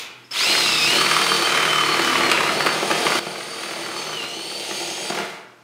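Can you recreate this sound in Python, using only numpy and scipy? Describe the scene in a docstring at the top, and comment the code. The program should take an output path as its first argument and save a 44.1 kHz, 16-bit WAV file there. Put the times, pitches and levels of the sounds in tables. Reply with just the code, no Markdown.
"""A cordless drill bores through a ribbed sheet-metal wall in a large shed, then brakes to a stop.
Commutator and gears whine over the whirr of the motor; the housing screeches as it takes up load, then
the bit's two flutes bite, drumming and knocking the panel. At the start the echo of an earlier burst is
dying away over faint air noise and mains hum. One microphone, near enough to hear more drill than echo;
part-way the level is abruptly turned down, drill and echo together."""
import sys
import numpy as np
from scipy import signal
from scipy.fft import rfft, irfft
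from scipy.io import wavfile
from scipy.ndimage import uniform_filter1d

SR = 44100
rng = np.random.default_rng(int(sys.argv[2]) if len(sys.argv) > 2 else 0)


def digitize_waveform(pressure):
    """Quantize a signal to 16-bit integers and store it at the path in sys.argv[1].

    Rows of a 2-D input are taken as channels; values are limited to [-1, 1].
    """
    field = np.atleast_2d(pressure).T
    bounded = np.clip(field, -1, 1)
    quanta = np.round(bounded * 32767).astype(np.int16)
    wavfile.write(sys.argv[1], SR, quanta)


N = 248415
TIME = np.arange(N) / SR
START_S, BRAKE_S = .309, 5.105  # the motor starts; the brake grips

# Spectra of the drumming wall, the rattling ribs and the whirring motor.
# Each row: frequency in Hz, relative level in dB.
DRUM_SPECTRUM = [(18, -89), (30, -44), (80, -26), (188, -1.5), (284, -7), (362, 5), (411, 0), (677, -1.5),
                 (900, 0), (1170, -29.5), (1980, -120)]
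RATTLE_SPECTRUM = [(410, -20.5), (700, -10), (764, -14), (964, 2), (1210, 4.5), (1820, 1), (2400, 2),
                   (3120, -16), (5280, -120)]
WHIRR_SPECTRUM = [(1180, -22), (2000, -3), (2870, 3), (4420, 0), (6460, -7.5), (7100, -8), (10000, -10),
                  (11600, -18), (14500, -18), (15700, -21.5)]
# Resonances of the wall and of the drill's housing. Each row: centre in Hz, width in Hz, lift in dB.
WALL_MODES = [(190, 26, -0.5), (339, 19, 3.5), (456, 4.7, 11), (693, 12, 7.5), (1040, 140, -1),
              (1397, 100, 2.5), (2088, 110, 3.5)]
HOUSING_MODES = [(2400, 90, 4), (5150, 430, 2), (6450, 630, 3)]


def gain_of(db):
    """Decibels to an amplitude factor."""
    return 10 ** (np.asarray(db) / 20)


def unit_rms(x):
    """Scales to rms 1."""
    return x / np.sqrt(np.mean(x ** 2) + 1e-20)


def at_hz(points, hz):
    """Interpolates a table on a log-frequency axis."""
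    f, value = np.transpose(points)
    return np.interp(np.log(hz + 1), np.log(f + 1), value)


def curves(table):
    """Every column after the time column, sample by sample."""
    seconds, *columns = np.transpose(table)
    return [np.interp(TIME, seconds, column) for column in columns]


def through(x, taps):
    """Convolution, cut to the length of x."""
    return signal.oaconvolve(x, taps)[:len(x)]


def colour(x, spectrum, modes=()):
    """Passes x through a causal, unit-energy response with this spectrum and these resonances."""
    hz = np.fft.rfftfreq(8192, 1 / SR)
    db = at_hz(spectrum, hz) + sum(lift / (1 + (2 * (hz - f) / width) ** 2) for f, width, lift in modes)
    db -= 80 * np.clip(np.log2(spectrum[0][0] / (hz + 1)), 0, 1)
    db -= 80 * np.clip(np.log2((hz + 1) / spectrum[-1][0]), 0, 1)
    cepstrum = irfft(db * np.log(10) / 20)
    cepstrum[1:4096] *= 2  # fold to minimum phase
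    cepstrum[4097:] = 0
    taps = irfft(np.exp(rfft(cepstrum)))[:4096]
    return through(x, taps / np.linalg.norm(taps))


def wobble(seconds):
    """Random drift of rms 1, smoothed over this time."""
    width = int(seconds * SR)
    return unit_rms(uniform_filter1d(uniform_filter1d(rng.standard_normal(N), width), width))


def room_tone(hum_hz=123):
    """Faint air noise and a wavering mains hum fill the shed."""
    # The air. Each row: frequency in Hz, relative level in dB.
    air_spectrum = [(18, -43), (30, -24), (88, -8), (182, 2), (359, 9), (747, -32), (1110, -2), (5310, -9),
                    (15500, -23)]
    air = gain_of(-53) * colour(rng.standard_normal(N), air_spectrum)
    return air + gain_of(-59.5 + 2.8 * wobble(.046)) * np.sin(2 * np.pi * hum_hz * TIME)


def shed_echo(x):
    """Diffuse echo, reaching the microphone 9 ms late; each band dies at its own speed."""
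    # The shed's decay. Each row: frequency in Hz, seconds to fall 60 dB.
    decay_times = [(100, 0.64), (400, 1.), (1500, 0.95), (4000, 0.58), (10000, 0.33)]
    hz, t, bands = signal.stft(rng.standard_normal(SR), SR, nperseg=256)
    decay = gain_of(-60 * t / at_hz(decay_times, hz)[:, None])
    tail = signal.istft(bands * decay, SR, nperseg=256)[1]
    return through(x, np.r_[np.zeros(400), tail / np.linalg.norm(tail)])


def earlier_burst():
    """Only the echo of a burst of drilling that has just ended."""
    # The burst. Each row: frequency in Hz, relative level in dB.
    burst_spectrum = [(35, -30), (60, -34), (539, -17), (605, -20.5), (855, -17), (1390, -15.5),
                      (1710, -18.5), (2590, -8.5), (15000, -29)]
    burst = colour(rng.standard_normal(SR), burst_spectrum, HOUSING_MODES)
    return gain_of(-32.5) * shed_echo(np.r_[burst, np.zeros(N)])[SR:]


def trigger():
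    """The switch contact chatters for a moment and rings in the housing."""
    # Switch clicks. Each row: start in seconds, level in dB, ring in Hz.
    clicks = [(0.241, -46, 5230), (0.311, -23, 5190)]
    out, ms = np.zeros(N), np.arange(1500) / SR * 1000
    envelope = np.clip(ms / 3, 0, 1) * np.clip((19 - ms) / 6, 0, 1)
    for start, db, hz in clicks:
        ring = np.sin(2 * np.pi * hz * ms / 1000) * np.cos(2 * np.pi * ms / 8.4)
        out[round(start * SR):][:1500] += gain_of(db) * envelope * (ring + .027 * rng.standard_normal(1500))
    return out


def screech():
    """A narrow, rasping screech near 5 kHz rings in the drill's housing as it takes up load."""
    # Its rise and fall. Each row: time in seconds, level in dB.
    screech_levels = [(.42, -60), (.5, -31.5), (.85, -27.5), (.95, -60)]
    # The housing's resonance. Each row: frequency in Hz, relative level in dB.
    screech_spectrum = [(4700, -3), (5150, -2), (5500, -21)]
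    screeching = (TIME > screech_levels[0][0]) * (TIME < screech_levels[-1][0])
    rasp = rng.standard_normal(N) * gain_of(curves(screech_levels)[0] + 2 * wobble(.0054))
    return colour(rasp * screeching, screech_spectrum)


def bars_passed(spin_up_s=.083):
    """Commutator bars passed as the motor spins up, then sags wherever the bit binds."""
    # The speed the load allows. Each row: time in seconds, bars per second.
    loaded_speed = [(.53,4630), (.6,4290), (.66,4040), (.78,3710), (.835,3640), (.88,4030), (.98,4403),
                    (1.1,4534), (1.18,4586), (1.56,4442), (1.93,4373), (2.28,4250), (2.36,3875),
                    (2.42,3927), (2.57,4420), (2.63,4508), (2.99,4624), (3.29,4545), (3.61,4614),
                    (4.08,4442), (4.16,4370), (4.21,3966), (4.35,4328), (4.46,4460), (4.6,4559),
                    (4.87,4619), (5.14,4660)]
    spin_up = 1 - np.exp(-np.maximum(TIME - START_S, 0) / spin_up_s)
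    return np.cumsum(curves(loaded_speed)[0] * spin_up) / SR


def half_turns(bars_per_bite=115.5, sharp_bite_s=1.0105):
    """Half turns of the chuck, counted from one bite of the sharper flute."""
    halves = bars_passed() / bars_per_bite
    return halves - halves[round(sharp_bite_s * SR)]


def bites(spread_db, jitter):
    """One click each half turn of the chuck, uneven in size; one flute is duller than the other."""
    halves = np.floor(half_turns() + jitter * wobble(.02))
    clicks = np.diff(np.maximum.accumulate(halves), prepend=halves[0]) > 0
    return clicks * gain_of(spread_db * np.clip(rng.standard_normal(N), -2, 2) - 1.8 * (halves % 2))


def rib_ring(strikes, hz=1201, ring_ms=3.8):
    """The rib beside the hole rings when a flute strikes squarely, swelling over a few cycles."""
    ms = np.arange(2000) / SR * 1000
    ring = ms * np.exp(-2 * ms / ring_ms) * np.sin(2 * np.pi * hz * ms / 1000)
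    return through(strikes, ring / np.linalg.norm(ring))


def grip():
    """Firm, even bites pump the wall in a pitched growl and ping the rib."""
    # How firmly the flutes grip the sheet. Each row: time in seconds, level in dB.
    firmness = [(.4,-46), (.8,-41), (1.05,-40), (1.4,-43), (1.9,-38), (2.24,-36.5), (2.32,-43.5),
                (3.19,-46), (4.1,-39), (4.3,-48), (4.6,-61), (5.1,-60), (5.2,-70)]
    # The growl. Each entry: relative level in dB of harmonic 1, 2, .. of the bite rate.
    harmonics_db = [-33, -13, -16, -5, -6, -16, -4, -4, -1, -4.5, -12, -10]
    level = gain_of(curves(firmness)[0]) * np.clip((TIME - firmness[0][0]) / .1, 0, 1)
    halves, growl = half_turns(), 0
    for k, db in enumerate(harmonics_db, 1):
        growl += gain_of(db + 1.8 * wobble(.15)) * np.sin(2 * np.pi * (k * halves + rng.random()))
    pings = rib_ring(unit_rms(bites(spread_db=5, jitter=.03)) * level)
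    return level * growl + gain_of(4.5) * pings


def catches():
    """Lists where the bit catches: start in seconds, level in dB, treble, thud and rib shares in dB."""
    # Single catches. Each row: start in seconds, level in dB, treble and thud shares in dB.
    singles = [(1.422,-9,-12,-4), (1.474,-13,-16,-14), (1.992,-4,-20,-13), (2.047,-12,-24,-19),
               (2.298,-9,-13,-14), (2.314,0,-15,-21), (2.404,-4.5,-19,-26), (2.473,-8,-19,-12),
               (2.605,-5,-18.5,-15), (2.661,-3.5,-17,-3.5), (2.667,-3.5,-21,-24), (2.689,-8,-21,-11),
               (2.911,-3.5,-19,-15.5), (3.065,-2,-25,-15), (3.118,-9.5,-58,-9), (3.265,-6.5,-33,1.5),
               (4.129,-5,-18,-13), (4.238,-6,-19,-3), (4.514,-11.5,-20,-18), (4.709,-4.5,-27,-5.5),
               (5.1,-7,-11,2.5), (5.12,-7.5,-24,-13), (5.144,-14,-9,-3), (5.17,-5.5,-20,-8),
               (5.186,-4,-15,-18)]
    # Runs in step with the chuck. 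Each row: start and end in seconds, half turns between knocks,
    # level in dB, treble and rib shares in dB.
    runs = [(1., 1.33, 2, -8, -17, -9.5), (1.51, 1.85, 1, -13.5, -13, -5.5)]
    single_rib_db, run_thud_db = -17.5, -22
    rows, halves = [(*row, single_rib_db) for row in singles], half_turns()
    uneven_db = 1.2 * rng.standard_normal(round(halves[-1]))
    for first, last, step, db, treble_db, rib_db in runs:
        for k in range(0, len(uneven_db), round(step)):
            start = np.interp(k, halves, TIME)
            if first < start < last:
                rows.append((start, db + uneven_db[k], treble_db, run_thud_db, rib_db))
    return rows


def knocks(rise_ms=1.47, decay_ms=3.8):
    """The bit catches an edge: a jolt swells fast and grinds away, ringing wall, rib and housing."""
    thud, rattle, treble, pings = np.zeros((4, N + 2000))
    ms = np.arange(2000) / SR * 1000
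    envelope = (1 - np.exp(-ms / rise_ms)) * np.exp(-ms / decay_ms)
    for start, db, treble_db, thud_db, rib_db in catches():
        at = round(start * SR)
        jolt = gain_of(db) * rng.standard_normal(2000) * envelope
        thud[at:][:2000] += gain_of(thud_db) * jolt
        rattle[at:][:2000] += jolt
        treble[at:][:2000] += gain_of(treble_db) * jolt
        pings[at] += gain_of(db + rib_db)
    clank = colour(thud, DRUM_SPECTRUM, WALL_MODES)
    clank += gain_of(-3.5) * colour(rattle, RATTLE_SPECTRUM, WALL_MODES)
    clank += gain_of(8) * colour(treble, WHIRR_SPECTRUM, HOUSING_MODES)
    return (clank + gain_of(21) * rib_ring(pings))[:N]


def spells(table, edge_db=-10):
    """Level in dB of a tone that swells and fades in spells."""
    return np.max([db + edge_db * ((TIME - middle) / half) ** 4 for middle, half, db in table], axis=0)


def whine():
    """Commutator and gear tones follow the motor speed, each wavering a little; the brake kills them."""
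    # The tones. Each row: multiple of the bar rate, name of the level it follows, offset in dB.
    tones = [(1, "whine", 0), (14 / 15, "whine", -12), (2, "octave", 0), (28 / 15, "octave", -9),
             (42 / 15, "octave", -21), (1.9033, "octave", -7), (.6934, "mesh", 0),
             (1.3868, "mesh octave", 0), (1.409, "chatter", -2), (1.36, "chatter", -6),
             (1.465, "chatter", -6), (1.131, "chatter", -6), (1.686, "chatter", -10),
             (1.9137, "chatter", -8)]
    # The main pair. Each row: time in seconds, commutator whine in dB, gear mesh in dB.
    main_levels = [(.37,-46,-47), (.41,-44,-38), (.46,-27,-21.5), (.53,-27.5,-38), (.6,-27,-40),
                   (.69,-32,-26), (.79,-27,-34), (.87,-34,-23.5), (.97,-26.5,-27.5), (1.06,-31,-36),
                   (1.43,-30.5,-31), (1.55,-61,-29), (1.93,-29,-31.5), (2.08,-50,-33.5), (2.24,-34,-35),
                   (2.33,-37,-27.5), (2.45,-42,-36), (2.65,-32,-46), (2.86,-45,-39.5), (3.19,-32.5,-39.5),
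                   (3.9,-35,-42), (4.05,-25,-39), (4.13,-34,-34), (4.18,-36,-20), (4.27,-32,-28.5),
                   (4.4,-31,-32), (4.55,-28.5,-38), (4.7,-31.5,-38), (5.08,-31.5,-36)]
    # The whine's octave stands out as the load lifts. Each row: time in seconds, level in dB.
    octave_levels = [(.4,-39), (.8,-44), (1., -42), (1.2,-38.5), (1.93,-51), (2.45,-50), (2.65,-46),
                     (3.5,-40), (4.,-39), (4.15,-50), (4.45,-37), (5.08,-37)]
    # Spells of the weaker gear tones. Each row: middle and half length in seconds, level in dB.
    mesh_octave_spells = [(.41, .05, -23), (.78, .12, -33)]
    chatter_spells = [(1.25, 0.22, -48), (2.86, .12, -44), (3.7, 0.4, -41), (4.05, 0.13, -36),
                      (4.34, 0.085, -39), (4.78, 0.13, -30.5), (5.02, 0.3, -30.5)]
    whine_db, mesh_db = curves(main_levels)
    level_db = {"whine": whine_db, "octave": curves(octave_levels)[0], "mesh": mesh_db,
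                "mesh octave": spells(mesh_octave_spells), "chatter": spells(chatter_spells)}
    running = np.clip((TIME - .325) / .019, 0, 1) * np.exp(-np.maximum(TIME - BRAKE_S, 0) / .022)
    bars, out = bars_passed(), 0
    for multiple, name, offset_db in tones:
        roughness = .06 * multiple + .5 * (name in ("mesh octave", "chatter"))
        phase = 2 * np.pi * (multiple * bars + rng.random()) + roughness * wobble(.0022)
        waver_db = 2.2 * wobble(.008) + .7 * wobble(.025)
        out += gain_of(level_db[name] + offset_db + waver_db) * np.sin(phase)
    return np.sqrt(2) * running * out


def scrape(tick, swell, swell_ms):
    """Cutting force: steady scraping, a swell of it after each bite, and the bite's own tick."""
    clicks = bites(spread_db=4, jitter=.04)
    after_bite = unit_rms(through(clicks, np.exp(-np.arange(1500) / (swell_ms * SR / 1000))))
    return unit_rms((1 + swell * after_bite) * rng.standard_normal(N) + tick * unit_rms(clicks))


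def boring():
    """The cutting force drums the wall and rattles the ribs; brushes, fan and gears whirr in the housing."""
    # How hard the drill works. Each row: time in seconds, then drumming, rattle and whirr in dB.
    effort = [(.312,-36,-34,-33.5), (.35,-39,-28,-23.5), (.4,-30,-26,-19), (.53,-25,-21.5,-18.5),
              (.63,-29,-25,-19), (.78,-31,-30,-20), (.96,-24,-21.5,-18), (1.05,-27,-21.5,-20.5),
              (1.38,-28.5,-26,-21.5), (1.57,-24.5,-18,-22), (1.72,-29.5,-22.5,-24.5),
              (2.18,-24.5,-20.5,-22.5), (2.4,-22.5,-22.5,-25.5), (2.78,-26,-28.5,-26.5),
              (3.12,-23,-27.5,-23), (3.53,-25.5,-25,-23.5), (3.62,-23.5,-22,-21.5), (4.21,-24,-26,-22),
              (4.34,-28,-35,-23.5), (4.74,-22.5,-32,-18), (5.06,-22.5,-27.5,-21), (5.2,-17.5,-21,-20.5),
              (5.34,-62,-30,-30.5)]
    drum_db, rattle_db, whirr_db = curves(effort)
    level = gain_of(-4) * (TIME > START_S) * np.exp(-np.maximum(TIME - effort[-1][0], 0) / .058)
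    drum = scrape(tick=.28, swell=1, swell_ms=20.6) * gain_of(drum_db)
    rattle = scrape(tick=.2, swell=.8, swell_ms=5) * gain_of(rattle_db)
    whirr = scrape(tick=.26, swell=.19, swell_ms=22) * gain_of(whirr_db + .38 * wobble(.005))
    return (colour(level * drum, DRUM_SPECTRUM, WALL_MODES)
            + colour(level * rattle, RATTLE_SPECTRUM, WALL_MODES)
            + colour(level * whirr, WHIRR_SPECTRUM, HOUSING_MODES))


def scene(level_drop_s=3.195):
    """Part-way, drill and echo are abruptly turned down together; the room tone drops less."""
    drill = whine() + boring() + grip() + screech() + knocks() + trigger()
    turned_down = TIME > level_drop_s
    background = gain_of(-4 * turned_down) * room_tone()
    drill_in_shed = drill + gain_of(-5.5) * shed_echo(drill)
    mono = gain_of(-10 * turned_down) * drill_in_shed + background + earlier_burst()
    return np.array([mono, mono])


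def record(dry):
    """A steep low-pass takes off the highest treble."""
    cutoff_hz = 15700
    low_pass = signal.firwin(1023, cutoff_hz, window=("kaiser", 12), fs=SR)
    return signal.oaconvolve(dry, low_pass[None], "same")


dry = scene()
out = record(dry)
digitize_waveform(out)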